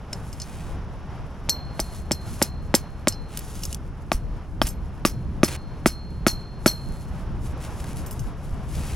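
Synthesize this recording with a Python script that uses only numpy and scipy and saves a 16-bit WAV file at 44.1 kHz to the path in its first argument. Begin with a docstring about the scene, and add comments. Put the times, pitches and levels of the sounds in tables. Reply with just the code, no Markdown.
"""A grassy campsite: a rubber mallet drives a steel tent stake into the soil, in two runs of blows.
Each blow layers a contact pulse, damped knock, clack and crack modes, and a soft soil thud.
Spare stakes bunched in the other hand clink, rattle and ring on: struck modes and grainy chatter.
Tent cloth and clothes rustle as the camper moves, with grit crunches and soft low bumps.
Shaped noise makes the bed: a light wind rumbles and stirs the trees."""
import sys
import numpy as np
from scipy import signal
from scipy.fft import rfft, irfft, next_fast_len
from scipy.io import wavfile

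SR = 44100
rng = np.random.default_rng(int(sys.argv[2]) if len(sys.argv) > 2 else 0)


def int16_out(signal):
    """Quantize to a 16-bit WAV file."""
    q = np.round(np.clip(np.atleast_2d(signal).T, -1, 1) * 32767)
    wavfile.write(sys.argv[1], SR, q.astype(np.int16))


N = 394995
TIME = np.arange(N) / SR   # s

# Levels in the tables are relative: the functions add their trims.
# the breeze: [t/s, rumble level/dB, trees level/dB]
BREEZE = [(0.0, -39, -45), (0.87, -36, -44), (5.01, -35.5, -48.5), (5.31, -34.5, -48.5), (6.23, -34.5, -47),
          (7.76, -33.5, -43), (8.96, -33.5, -44)]
# colour of the wind rumble: [f/Hz, density level/dB]
RUMBLE_SPECTRUM = [(20, -1.5), (35, 6.5), (50, -0.5), (70, 3.5), (95, -4.5), (130, -3), (170, -6),
                   (240, -14.5), (400, -20.5), (3000, -88)]
# colour of the stirred trees: [f/Hz, density level/dB]
TREES_SPECTRUM = [(150, 9), (330, -1.5), (550, -1), (900, -1.5), (1400, -6.5), (2000, -14), (3000, -18),
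                  (4300, -26), (5500, -22), (8000, -40.5), (11000, -38), (15000, -52)]
# how alike left and right are in the breeze: [f/Hz, likeness from 0 to 1]
LIKENESS = [(25, .05), (70, 0.98), (130, 1), (1000, .99), (12000, 0.58)]

# movements that rub the cloth: [t/s, length/s, level/dB]
STROKES = [(0.096, 0.43, -58.5), (1.714, 0.29, -52.5), (2.2, 0.23, -48), (2.595, 0.043, -62),
           (3.316, 0.18, -48.5), (3.501, 0.21, -44.5), (6.577, 0.63, -60.5), (7.386, 0.088, -50.5),
           (7.56, 0.41, -51.5), (7.938, .33, -57.5), (8.344, 0.55, -63.5), (8.683, .3, -49)]
STROKE_ATTACK_S, STROKE_RELEASE_S, CLOTH_REST_DB = 0.076, 0.072, -67.5
# colour of rubbing fabric: [f/Hz, density level/dB]
CLOTH_SPECTRUM = [(400, -7.5), (2500, 1), (4500, 1.5), (7000, 4), (9000, 0.5), (11000, 7.5), (15500, -4)]
# soft low bumps: [t/s, level/dB, f/Hz, t60/s]
BUMPS = [(1.811, -20, 44, 0.22), (3.1, -27, 91.8, 0.15), (4.145, -12, 36.7, 0.16),
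         (4.644, -11.5, 44.7, 0.092), (8.528, -12.5, 69.4, 0.059), (8.925, -16.5, 69.5, 0.21)]
# grit and dry leaves crunching and scuffing: [t/s, level/dB, length/s]
CRUNCHES = [(0.128, -30.5, 0.0067), (0.34, -47, 0.43), (3.282, -43.5, 0.15), (3.632, -55, .04),
            (4.651, -32, 0.033), (4.682, -49, 0.063), (5.476, -28.5, 0.022), (5.494, -32, 0.075),
            (7.598, -42, 0.087), (7.79, -40, 0.02), (7.841, -34, 0.0059), (7.852, -44, 0.085),
            (8.692, -40.5, 0.47)]
# colour of the grit: [f/Hz, density level/dB]
GRIT_SPECTRUM = [(400, 8), (1200, 1), (2500, 4), (4000, -2), (11000, -2), (16000, -7)]

# stakes touching as they are handled, or chattering late after a blow:
# [t/s, level/dB, treble tilt/dB per octave, share of the free ring length, rebound level/dB]
STRAY_CLINKS = [(0.1306, -16, -10, 0.52, -17), (.329, -23, -3, .75, -28), (.4, -21, -17, 0.71, 3.5),
                (3.124, -22, -22, 0.66, -17), (3.373, -12, 12, .35, -7.5), (3.635, -13, 3, .45, 0),
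                (3.728, -14, 5.5, 0.24, 1), (4.669, -13.5, 8, 1.34, -6.5), (8.063, -27.5, 11, 1.7, -19),
                (8.11, -23, 14, 1, -8.5), (8.194, -24.5, 5, .9, -19)]
# bending modes of the bunched stakes, before detuning and damping: [f/Hz, level/dB, free t60/s]
STAKE_MODES = [(4260, -18.5, .12), (4570, -28.5, .1), (4750, -7.5, .04), (5160, -5, 0.021),
               (5128, -6, 0.083), (5460, -5.5, 0.054), (6030, -11, .11), (6620, -10.5, 0.076),
               (7160, -11, .04), (7454, -7, .07), (7400, -8, 0.04), (8190, -9, 0.07), (10380, -12, 0.075),
               (9900, -11.5, 0.085), (10900, -6, 0.04), (11440, -10.5, 0.12), (11970, -14, 0.0895),
               (12180, -8.5, 0.079), (14650, -5, 0.034), (15500, -22, .05)]
GRIP_SHARE = 0.56   # ring length of a clink after a blow, as a share of the free one
REBOUND_S = 0.018
# shifted in the fist, the bunch also gives a dull, damped clank
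CLANK_HZ, CLANK_DB, CLANK_T60_S = 2910, -21.5, 0.039
# the clink trails each blow a little more than the last
CLINK_LAG_S, LAG_GROWTH_S_PER_BLOW = 0.0047, 0.001
# colour of the chatter: [f/Hz, density level/dB]
RATTLE_SPECTRUM = [(1500, 0), (4000, -4), (5200, 2), (7500, -3), (9200, -1.5), (11800, 4.5), (15500, -5.5)]
RATTLE_T60_S = 0.14
# two loosely held stakes ring out: [f/Hz, free t60/s]
LOOSE_STAKES = [(4176, 0.59), (4226, 1)]
# their short-lived upper modes: [f/Hz, level/dB, t60/s]
LOOSE_MODES = [(4350, -3, 0.1), (5460, -8, 0.12), (6000, -5.5, 0.11), (7100, -18, .12), (7800, -15, .12),
               (9900, -21, .09), (11800, -11.5, 0.14), (12160, -6.5, 0.2)]
# any swing above this level chafes against the neighbours and dies fast
CHAFE_DB, CHAFE_T60_S = -37.5, 0.17
CHOKE_S = 0.012   # the next clink stops a ring within this time

# mallet blows, and how the spare stakes answer each (the chatter follows the clack level):
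# [t/s, strength level/dB, soil thud level/dB, knock level/dB, knock f/Hz, clack level/dB, crack f/Hz,
#  unused, clink level/dB, low stake's ring level/dB, high stake's ring level/dB]
BLOWS = [ (1.49, -12, -39, -49, 612, -33.5, 2200, -32, 1, -20.5, -22.5),
         (1.7943, -12.5, -27, -25.5, 666, -30, 2030, -29.5, -4.5, -47, -44.5),
         (2.111, -9.5, -21.5, -29.5, 600, -27.5, 2040, -27.5, -2, -38.5, -48),
         (2.4172, -6, -19, -23.5, 557, -21, 1850, -21, 1.5, -41, -48),
         (2.7415, -2.5, -14, -20, 540, -19, 1810, -15, 3.5, -47.5, -52),
         (3.0727, 0, -19, -22.5, 593, -25.5, 2050, -26.5, 0, -35.5, -51),
         (4.1177, -2.5, -25.5, -15.5, 702, -24.5, 2330, -24.5, -16, -69, -59),
         (4.6167, 6.5, -29, -19.5, 670, -25.5, 3190, -29, -33, -71, -58),
         (5.051, 4, -17, -35, 603, -16, 2580, -27, -21, -48, -57),
         (5.4323, 1, -10.5, -23, 608, -17, 2300, -19, -9.5, -42.5, -42.5),
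         (5.8595, 2, -12.5, -19, 696, -16.5, 1950, -14, -8, -45, -38),
         (6.266, -2.5, -13.5, -21.5, 674, -15, 2100, -20, -8, -24, -29),
         (6.6603, -1.5, -11.5, -22, 625, -14, 2230, -14, -11, -22, -21.5)]
# the soil's damped swings, before a slight random detune: [f/Hz, level/dB, t60/s]
SOIL_MODES = [(223.4, -2, 0.033), (337.3, -2.5, .026)]
# the bright crack of impact: [ratio to the crack pitch, level/dB, t60/s]
CRACK_MODES = [(0.781, 1.5, 0.0033), (1, -0.5, 0.0068), (1.45, -5.5, 0.0037)]
KNOCK_T60_S, CLACK_T60_S = 0.03, 0.021
# the clack rises as the free end of the stake gets shorter: [t/s, f/Hz]
CLACK_PITCH = [(2.7, 784), (3.1, 1080), (5.05, 1160), (6.7, 1350)]

# reflections off ground and tent wall: [delay t/s, level/dB]
ECHOES = [(.0031, -15), (.0075, -23.5)]
PORT_LAG_S = 0.00002
# the microphone turns at the end: [t/s, left minus right level/dB]
BALANCE = [(0, 0), (7.2, 0), (8.96, 2)]
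# the microphone's treble dip: [f/Hz, level/dB]
MIC_DIP = [(11500, -1.5), (12200, -10.5), (12900, -17.5), (13700, -16), (14800, -7.5), (15600, 1)]
CUTOFF_HZ = 15800


def from_db(db):
    """Decibels to gain."""
    return 10 ** (np.asarray(db) / 20)


def rms_one(x):
    """Scale to unit rms."""
    return x / np.sqrt(np.mean(x ** 2) + 1e-20)


def in_time(rows):
    """Each column of a curve at every sample."""
    s, *columns = np.transpose(rows)
    return [np.interp(TIME, s, column) for column in columns]


def at_hz(points, hz):
    """Read a spectrum on a log-frequency axis."""
    f, value = np.transpose(points)
    return np.interp(np.log(hz + 1e-3), np.log(f), value)


def butter(x, hz, kind):
    """Causal Butterworth filter designed at order two."""
    sos = signal.butter(2, np.minimum(hz, SR / 2 - 1), kind, fs=SR, output="sos")
    return signal.sosfilt(sos, x)


def add(track, s, sound):
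    """Mix a sound into a track at time s."""
    i = max(round(s * SR), 0)
    track[i:i + len(sound)] += sound[:max(N - i, 0)]


def mode(hz, t60, phase=0):
    """A sine dying away under a height of 1, in a one-second buffer; phase may vary by sample."""
    t = TIME[:min(int(2 * t60 * SR), SR)]
    decay = np.exp(-np.log(1000) * t / t60)
    swing = np.sin(2 * np.pi * hz * t + np.broadcast_to(phase, SR)[:len(t)])
    return np.pad(decay * swing, (0, SR - len(t)))


def colour(x, spectrum):
    """Give a steady noise its spectrum; rms 1."""
    size = next_fast_len(N)
    gain = from_db(at_hz(spectrum, np.fft.rfftfreq(size, 1 / SR)))
    shaped = irfft(rfft(x, size) * gain, size)
    return rms_one(shaped[..., :N])


def stereo_noise(spectrum):
    """Coloured noise whose left-right likeness varies with frequency, from a mid and a side noise."""
    size = next_fast_len(N)
    alike = np.clip(at_hz(LIKENESS, np.fft.rfftfreq(size, 1 / SR)), 0, 0.999)
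    mid, side = rfft(rng.standard_normal((2, size)))
    shared = np.sqrt(1 + alike) * mid
    opposed = np.sqrt(1 - alike) * side * [[1], [-1]]
    return colour(irfft(shared + opposed, size), spectrum)


def grains(per_s, spread_db):
    """Random tiny contacts of uneven size."""
    sizes = from_db(spread_db * np.minimum(rng.exponential(1, N), 4))
    contacts = rng.random(N) < per_s / SR
    return rms_one(sizes * rng.standard_normal(N) * contacts)


def flutter(per_s):
    """Slow random wander of rms 1, drawn between random knots."""
    knots = rng.standard_normal(int(per_s * N / SR) + 2)
    return rms_one(np.interp(TIME * per_s, np.arange(len(knots)), knots))


def wind(level_db, trim_db=4, gust_db=2.07):
    """Moving air rumbles: low noise whose level wanders with the gusts."""
    gusts = from_db(level_db + trim_db + gust_db * flutter(9))
    return gusts * butter(stereo_noise(RUMBLE_SPECTRUM), 12, "high")


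def leaves(level_db, trim_db=5.5, stir_db=1.39):
    """Stirred trees: a wide noise bed with a quicker flutter of its own."""
    stirring = from_db(level_db + trim_db + stir_db * flutter(14))
    return stirring * stereo_noise(TREES_SPECTRUM)


def cloth(level_db=2, crackle_db=-7):
    """Fabric slides in uneven strokes that swell, hold and fade, and its creases crackle."""
    rub = from_db(CLOTH_REST_DB)
    for s, length, db in STROKES:
        swell = np.clip((TIME - s) / STROKE_ATTACK_S, 0, 1)
        fade = np.clip(1 - (TIME - s - length) / STROKE_RELEASE_S, 0, 1)
        rub = rub + from_db(db) * swell * fade
    catching = from_db(2.2 * flutter(45))
    creases = from_db(crackle_db) * grains(250, 4.0)
    fabric = colour(grains(14000, 1.9) + creases, CLOTH_SPECTRUM)
    return from_db(level_db) * rub * catching * fabric


def bumps():
    """Low, quickly damped swings."""
    out = np.zeros(N)
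    for s, db, hz, t60 in BUMPS:
        add(out, s, from_db(db) * mode(hz, t60))
    return butter(out, 240, "low")


def crunches():
    """Grit and leaves under pressure: coarse grains in bursts that swell and fade."""
    pressure = np.zeros(N)
    for s, db, length in CRUNCHES:
        arch = np.sin(np.pi * np.minimum(TIME[:SR] / length, 1))
        add(pressure, s, from_db(db) * np.sqrt(np.abs(arch)))
    return pressure * colour(grains(4000, 1.7), GRIT_SPECTRUM)


def stake(tilt_db, share, detune=0.0046):
    """One touch on one stake: every mode gets its own strength and a slightly different pitch."""
    out = 0
    for hz, db, t60 in STAKE_MODES:
        tilt = tilt_db * np.log2(hz / 7000)
        strength = from_db(db + tilt + 3 * rng.normal())
        pitch = hz * (1 + detune * rng.normal())
        out = out + strength * mode(pitch, t60 * max(share, 0.1), rng.uniform(0, 2 * np.pi))
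    return out


def touch(tilt_db, share, tick_db=12, tick_t60=0.01, tick_low_hz=3800, bounce_s=0.0015):
    """A gritty tick that rings two stakes, one just after the other."""
    decay = from_db(tick_db - 60 * np.minimum(TIME[:SR] / tick_t60, 10))
    tick = decay * butter(rng.standard_normal(SR), [tick_low_hz, 11000], "band")
    second = np.pad(stake(tilt_db, share), (round(bounce_s * SR), 0))[:SR]
    return tick + stake(tilt_db, share) + second


def clink_times():
    """When the spare stakes touch after each blow."""
    return [s + CLINK_LAG_S + LAG_GROWTH_S_PER_BLOW * number for number, (s, *_) in enumerate(BLOWS)]


def clinks(jolted_db=-17, jolted_tilt_db=1.0, tilt_per_db=0.5, dullest_tilt_db=-7, stray_db=-17):
    """Stakes touch after each blow, brighter when louder; stray clinks clank, touch and rebound."""
    out = np.zeros(N)
    for s, (*_, db, _, _) in zip(clink_times(), BLOWS):
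        tilt_db = max(jolted_tilt_db + tilt_per_db * db, dullest_tilt_db)
        add(out, s, from_db(db + jolted_db) * touch(tilt_db, GRIP_SHARE))
    for s, db, tilt_db, share, rebound_db in STRAY_CLINKS:
        add(out, s, from_db(db + CLANK_DB) * mode(CLANK_HZ, CLANK_T60_S))
        add(out, s, from_db(db + stray_db) * touch(tilt_db, share))
        rebound = from_db(db + stray_db + rebound_db) * touch(tilt_db, share)
        add(out, s + REBOUND_S, rebound)
    return out


def rattle(level_db=-1, build_s=0.0022, metal_db=-8, held_share=0.49):
    """The jolted bunch chatters for a moment after each blow and rings its hand-damped stakes."""
    out, t = np.zeros(N), TIME[:SR]
    chatter = colour(grains(6000, 1.7), RATTLE_SPECTRUM)
    for s, _, _, _, _, clack, *_ in BLOWS:
        decay = from_db(clack + level_db - 60 * t / RATTLE_T60_S)
        jolt = decay * (1 - np.exp(-t / build_s))
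        burst = jolt * chatter[round(s * SR):][:SR]
        metal = stake(0, held_share)
        add(out, s, burst)
        add(out, s, from_db(metal_db) * signal.fftconvolve(burst, metal / np.linalg.norm(metal)))
    return out


def rings(level_db=0, sharp_hz=130, settle_s=0.023):
    """After each clink two nearly equal stakes ring and beat until the next, starting sharp."""
    out, t, starts = np.zeros(N), TIME[:SR], clink_times()
    # still pressed by its neighbours, each stake starts sharp_hz high and settles
    glide = 2 * np.pi * sharp_hz * settle_s * (1 - np.exp(-t / settle_s))
    for s, until, (*_, low_db, high_db) in zip(starts, starts[1:] + [TIME[-1]], BLOWS):
        ring, swings = 0, from_db([low_db, high_db])
        for (hz, t60), swing in zip(LOOSE_STAKES, swings):
            free = min(swing, from_db(CHAFE_DB))
            phase = glide + rng.uniform(0, 2 * np.pi)
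            ring = ring + free * mode(hz, t60, phase)
            ring = ring + (swing - free) * mode(hz, CHAFE_T60_S, phase)
        for hz, db, t60 in LOOSE_MODES:
            strength = np.hypot(*swings) * from_db(db)
            ring = ring + strength * mode(hz, t60, rng.uniform(0, 2 * np.pi))
        choke = np.clip(1 - (s + t - until) / CHOKE_S, 0, 1)
        add(out, s, ring * choke)
    return from_db(level_db) * out


def mallet(thud_db=11, knock_db=7, clack_db=7, crack_db=-9, contact_db=-3, contact_s=0.00037,
           rise_hz=5000, give_s=0.0014, soil_hz=900, catch_s=0.003475, catch_db=-8):
    """A short contact pulse with the knock of head and stake; the soil thuds a moment later."""
    out = np.zeros(N)
    for s, strength, thud, knock, knock_hz, clack, crack_hz, *_ in BLOWS:
        clack_hz = np.interp(s, *np.transpose(CLACK_PITCH))
        # a quarter-turn phase starts each mode at its peak
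        blow = from_db(knock + knock_db) * mode(knock_hz, KNOCK_T60_S, np.pi / 2)
        blow += from_db(clack + clack_db) * mode(clack_hz, CLACK_T60_S, np.pi / 2)
        for ratio, db, t60 in CRACK_MODES:
            blow += from_db(strength + crack_db + db) * mode(crack_hz * ratio, t60, np.pi / 2)
        contact = np.sin(np.pi * np.minimum(TIME[:SR] / contact_s, 1))
        blow += from_db(strength + contact_db) * contact
        add(out, s, butter(blow, rise_hz, "low"))
        # the stake slips, then catches in the soil with a second, duller knock
        add(out, s + catch_s, from_db(catch_db) * butter(blow, 2 * soil_hz, "low"))
        # the soil gives way, so its swing starts negative
        soil = np.zeros(SR)
        for hz, db, t60 in SOIL_MODES:
            pitch = hz * (1 + rng.normal(0, 0.004))
            soil -= from_db(thud + thud_db + db) * mode(pitch, t60)
        add(out, s + give_s, butter(soil, soil_hz, "low"))
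    return butter(out, 130, "high")


def campsite(x, scatter_db=-24, scatter_t60=0.067, wall_hz=2500):
    """Two dull near echoes and a faint, short scatter from the surroundings."""
    out, dull = x.copy(), butter(x, wall_hz, "low")
    for s, db in ECHOES:
        add(out, s, from_db(db) * dull)
    t = TIME[:SR // 2]
    tail = butter(rng.standard_normal(len(t)), 10000, "low") * from_db(-60 * t / scatter_t60)
    scatter = signal.fftconvolve(x, tail / np.linalg.norm(tail))[:N]
    return out + from_db(scatter_db) * scatter


def two_ports(x):
    """Near sounds reach the right microphone port slightly later."""
    size = next_fast_len(N)
    lag = np.exp(-2j * np.pi * np.fft.rfftfreq(size, 1 / SR) * PORT_LAG_S)
    late = irfft(rfft(x, size) * lag, size)[:N]
    return np.array([x, late])


def scene():
    """Hammering and cloth close by, the breeze all round."""
    rumble_db, trees_db = in_time(BREEZE)
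    balance_db, = in_time(BALANCE)
    breeze = wind(rumble_db) + leaves(trees_db)
    work = two_ports(cloth() + crunches() + clinks() + rattle() + mallet())
    near = np.array([campsite(side) for side in work])
    near = near + two_ports(bumps() + rings())   # these stay free of echoes
    return (breeze + near) * from_db(balance_db * [[0.5], [-0.5]])


def record(dry):
    """The microphone dips in the high treble, clips peaks beyond full scale and cuts the top."""
    hz = np.linspace(0, SR / 2, 257)
    dip = signal.firwin2(65, hz, from_db(at_hz(MIC_DIP, hz)), fs=SR)
    heard = signal.fftconvolve(dry, dip[None], "same")
    top_cut = signal.ellip(10, 0.1, 70, CUTOFF_HZ, fs=SR, output="sos")
    return signal.sosfilt(top_cut, np.clip(heard, -1, 1))


dry = scene()
out = record(dry)
int16_out(out)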